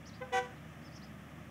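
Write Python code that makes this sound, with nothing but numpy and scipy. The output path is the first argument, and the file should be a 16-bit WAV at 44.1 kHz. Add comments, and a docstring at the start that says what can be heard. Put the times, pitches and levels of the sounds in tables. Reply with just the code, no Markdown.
"""A truck's two-tone horn, a short toot and then a honk, heard from the side of a country road.
Two buzzing diaphragms make the tones; the roadside bank returns one echo and the scrub a short tail.
Well below the horn, the engine drones with its firing pulses, the tyres hiss on the road and a small
bird chirps in short bursts. Open air, one microphone in a fixed position."""
import sys
import numpy as np
from scipy import signal
from scipy.fft import rfft, irfft
from scipy.io import wavfile

SR = 44100
rng = np.random.default_rng(int(sys.argv[2]) if len(sys.argv) > 2 else 0)


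def to_wav(s):
    """Save 16-bit WAV."""
    ch = np.atleast_2d(s).T  # columns
    pcm = np.round(np.clip(ch, -1, 1) * 32767)  # PCM
    wavfile.write(sys.argv[1], SR, pcm.astype(np.int16))


N = 66150
T = np.arange(N) / SR
CUTOFF_HZ = 15700   # top of the band at the microphone

# presses of the horn button: t/s, held/s, low horn gain/dB, high horn gain/dB, pitch ratio, treble cut/Hz
HORN_PRESSES = [(.202, 0.019, -10, -2, 1.033, 1900), (0.312, 0.075, 1.5, 0, 1.0, 18000)]
# harmonics 1 to 10 at full swing, one a row: low horn level/dB, high horn level/dB
HORN_HARMONICS = [(-52.5, -37.5), (-34, -43.5), (-48, -55.5), (-57.5, -41.5), (-48.5, -49), (-51.5, -49),
                  (-61, -49.5), (-60, -64), (-49, -77), (-63.5, -68)]


def two_tone_horn():
    """Both horns answer each press, the low one later; a light press is duller; the flare rings nasally."""
    low_hz, high_hz, lag_s = 383.2, 492.3, 0.0032
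    flare_hz, flare_width_hz, flare_db = 1532, 32, 13
    low_levels, high_levels = np.transpose(HORN_HARMONICS)
    out = np.zeros(N)
    for start, held, low_db, high_db, pitch, cut_hz in HORN_PRESSES:
        low = diaphragm(low_hz * pitch, low_levels, start + lag_s, held - lag_s,
                        attack_s=0.033, overtones_db=-9.5)
        high = diaphragm(high_hz * pitch, high_levels, start, held, attack_s=0.022)
        out += lowpass(from_db(low_db) * low + from_db(high_db) * high, cut_hz)
    flare = signal.iirpeak(flare_hz, flare_hz / flare_width_hz, fs=SR)
    return out + from_db(flare_db) * signal.lfilter(*flare, out)


# envelope of the harmonics above the tenth: f/Hz, level/dB
HORN_OVERTONES = [(4200, -69), (5400, -64.5), (5920, -64.5), (6400, -61), (6890, -64.5), (7300, -73),
                  (8500, -69.5), (9800, -72), (12000, -85), (15500, -80)]
# spectrum of the horn's rasp: f/Hz, relative level/dB
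RASP_SPECTRUM = [(300, -20), (800, -10.5), (1300, -11.5), (2000, -2.5), (3200, -8), (4300, -23.5),
                 (6300, -11.5), (8500, -28.5), (15500, -37)]


def diaphragm(hz, levels_db, start, held, attack_s, ring_s=0.028, overtones_db=0):
    """One horn's diaphragm swells, holds and rings out; it is brighter and raspier at full swing."""
    rise = np.sin(np.pi / 2 * np.clip((T - start) / attack_s, 0, 1)) ** 2
    swing = rise * np.exp(-np.maximum(T - start - held, 0) / ring_s)
    bend = 1 + .005 * (1 - swing) + .0012 * drift(rate_hz=200)   # slightly sharp at small swing
    phase = 2 * np.pi * np.cumsum(hz * bend) / SR
    tone = np.zeros(N)
    for k, offset in enumerate(rng.uniform(0, 2 * np.pi, size=40), 1):
        if k * hz < CUTOFF_HZ:
            db = levels_db[k - 1] if k <= len(levels_db) else at_hz(HORN_OVERTONES, k * hz) + overtones_db
            growth = swing ** (1 + np.log(k))   # upper harmonics grow faster than the swing
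            tone += from_db(db) * growth * np.sin(k * phase + offset)
    rasp = noise(RASP_SPECTRUM) * (1 + np.cos(phase)) / 2   # one puff a cycle
    return np.sqrt(2) * tone + from_db(-44) * swing ** 2 * rasp


def roadside(direct):
    """Sound reaches the microphone directly, off the roadside bank and by way of the scrub."""
    delayed = np.interp(T - .071, T, direct, left=0)   # the path by the bank is about 24 m longer
    echo = from_db(-20.5) * lowpass(delayed, hz=15000)
    return direct + echo + from_db(-10.5) * scrub(direct, t60_s=0.36, cut_hz=18000)


def scrub(x, t60_s, cut_hz):
    """Bushes and ground around the microphone return a dying tail of many small reflections."""
    tail = lowpass(rng.standard_normal(N), cut_hz) * from_db(-60 * T / t60_s)
    tail *= 1 - np.exp(-T / 0.017)   # the reflections build up
    tail /= np.sqrt(np.sum(tail ** 2) * SR / 2 / cut_hz)
    return signal.fftconvolve(x, tail)[:N]


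# engine tones: multiple of the firing rate, level/dB
FIRING_TONES = [(1, -61), (2, -61), (3, -62.5)]
# spectrum of the exhaust rumble: f/Hz, relative level/dB
EXHAUST_SPECTRUM = [(25, -29), (48, -18), (65, -21.5), (100, -3.5), (140, 0.5), (215, -1.5), (270, -7),
                    (320, -7), (400, -18), (600, -41)]
# exhaust rumble at the microphone: t/s, level/dB
EXHAUST_LEVELS = [(0, -53.5), (.75, -52.5), (1.5, -52)]


def engine(firing_hz=75.73):
    """The cylinders fire at a slightly wavering rate and drone over the rumble of the exhaust."""
    phase = 2 * np.pi * np.cumsum(firing_hz * (1 + 0.022 * drift(rate_hz=8.6))) / SR
    drone = sum(np.sqrt(2) * from_db(db) * np.sin(k * phase + rng.uniform(0, 2 * np.pi))
                for k, db in FIRING_TONES)
    return drone + fader(EXHAUST_LEVELS) * noise(EXHAUST_SPECTRUM)


# spectrum of tyre hiss and engine clatter: f/Hz, relative level/dB
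ROAD_SPECTRUM = [(200, -27.5), (440, -5), (560, 3), (720, 2), (950, -6.5), (1220, 2), (1460, -5.5),
                 (1750, 0), (2250, -5), (2650, -8), (2900, -9), (3450, -11.5), (3850, -22), (4500, -27),
                 (5600, -18), (8000, -26.5), (15500, -42)]
# road noise at the microphone: t/s, level/dB
ROAD_LEVELS = [(0, -57.5), (.6, -56.5), (1.15, -57), (1.5, -57.5)]


def road_noise():
    """Tyres on the road and engine clatter blend into one nearly steady hiss."""
    return fader(ROAD_LEVELS) * noise(ROAD_SPECTRUM)


# chirps: t/s, length/s, start f/Hz, top f/Hz, end f/Hz, top at/share of length,
# warble/share of pitch, level/dB
BIRD_CHIRPS = [(.054, 0.051, 4000, 5910, 3250, .45, 0.058, -55),
               (.127, 0.045, 3400, 4980, 2800, 0.75, 0.05, -59.5),
               (0.55, 0.046, 3700, 4180, 3000, 0.46, 0.022, -74),
               (0.819, 0.024, 3900, 5040, 5200, .9, 0.022, -69),
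               (0.843, .045, 5400, 5220, 4250, 0.44, 0.019, -60.5),
               (0.915, .05, 4200, 5250, 5000, 0.72, 0.028, -62),
               (0.949, 0.035, 4770, 5600, 4340, 0.493, 0.0586, -54.5),
               (1.016, 0.043, 3500, 5220, 3730, 0.79, 0.033, -58)]


def bird():
    """A small bird whistles warbling arches with a weaker second voice above; the scrub adds a tail."""
    song = np.zeros(N)
    for start, length, start_hz, top_hz, end_hz, top_at, warble, db in BIRD_CHIRPS:
        progress = np.clip((T - start) / length, 0, 1)
        before_top = (start_hz - top_hz) * (1 - progress / top_at) ** 2
        after_top = (end_hz - top_hz) * ((progress - top_at) / (1 - top_at)) ** 2
        hz = top_hz + np.where(progress < top_at, before_top, after_top)
        phase = 2 * np.pi * np.cumsum(hz * (1 + warble * drift(rate_hz=456))) / SR
        voices = np.sin(phase) + from_db(-11) * np.sin(1.17 * phase)
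        song += from_db(db) * np.sqrt(4 * progress * (1 - progress)) * voices
    return song + from_db(-8) * scrub(song, t60_s=0.15, cut_hz=15000)


def from_db(db):
    """Decibels to gain."""
    return 10 ** (np.asarray(db) / 20)


def fader(points):
    """Gain over time through points of t/s, level/dB."""
    return from_db(np.interp(T, *np.transpose(points)))


def at_hz(spectrum, hz):
    """Level in dB of a spectrum, read on a log-frequency axis."""
    f, db = np.transpose(spectrum)
    return np.interp(np.log(np.maximum(hz, 1)), np.log(f), db)


def noise(spectrum):
    """Coloured noise of rms 1."""
    gains = from_db(at_hz(spectrum, np.fft.rfftfreq(N, 1 / SR)))
    x = irfft(rfft(rng.standard_normal(N)) * gains, N)
    return x / x.std()


def lowpass(x, hz):
    """Gentle loss of treble."""
    return signal.sosfilt(signal.butter(2, min(hz, SR * .45), fs=SR, output="sos"), x + 1e-18)


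def drift(rate_hz):
    """Random wander of spread 1, mostly slower than rate_hz."""
    x = lowpass(rng.standard_normal(2 * N), rate_hz)[N:]
    return x / x.std()


def scene():
    """Horn in front, engine, tyres and bird behind it, all at one spot by the road."""
    return (roadside(two_tone_horn()) + engine() + road_noise() + bird())[None]


def record(dry):
    """The mono microphone channel cuts the top treble steeply."""
    return signal.sosfilt(signal.ellip(12, .1, 70, CUTOFF_HZ, fs=SR, output="sos"), dry)


dry = scene()
out = record(dry)
to_wav(out)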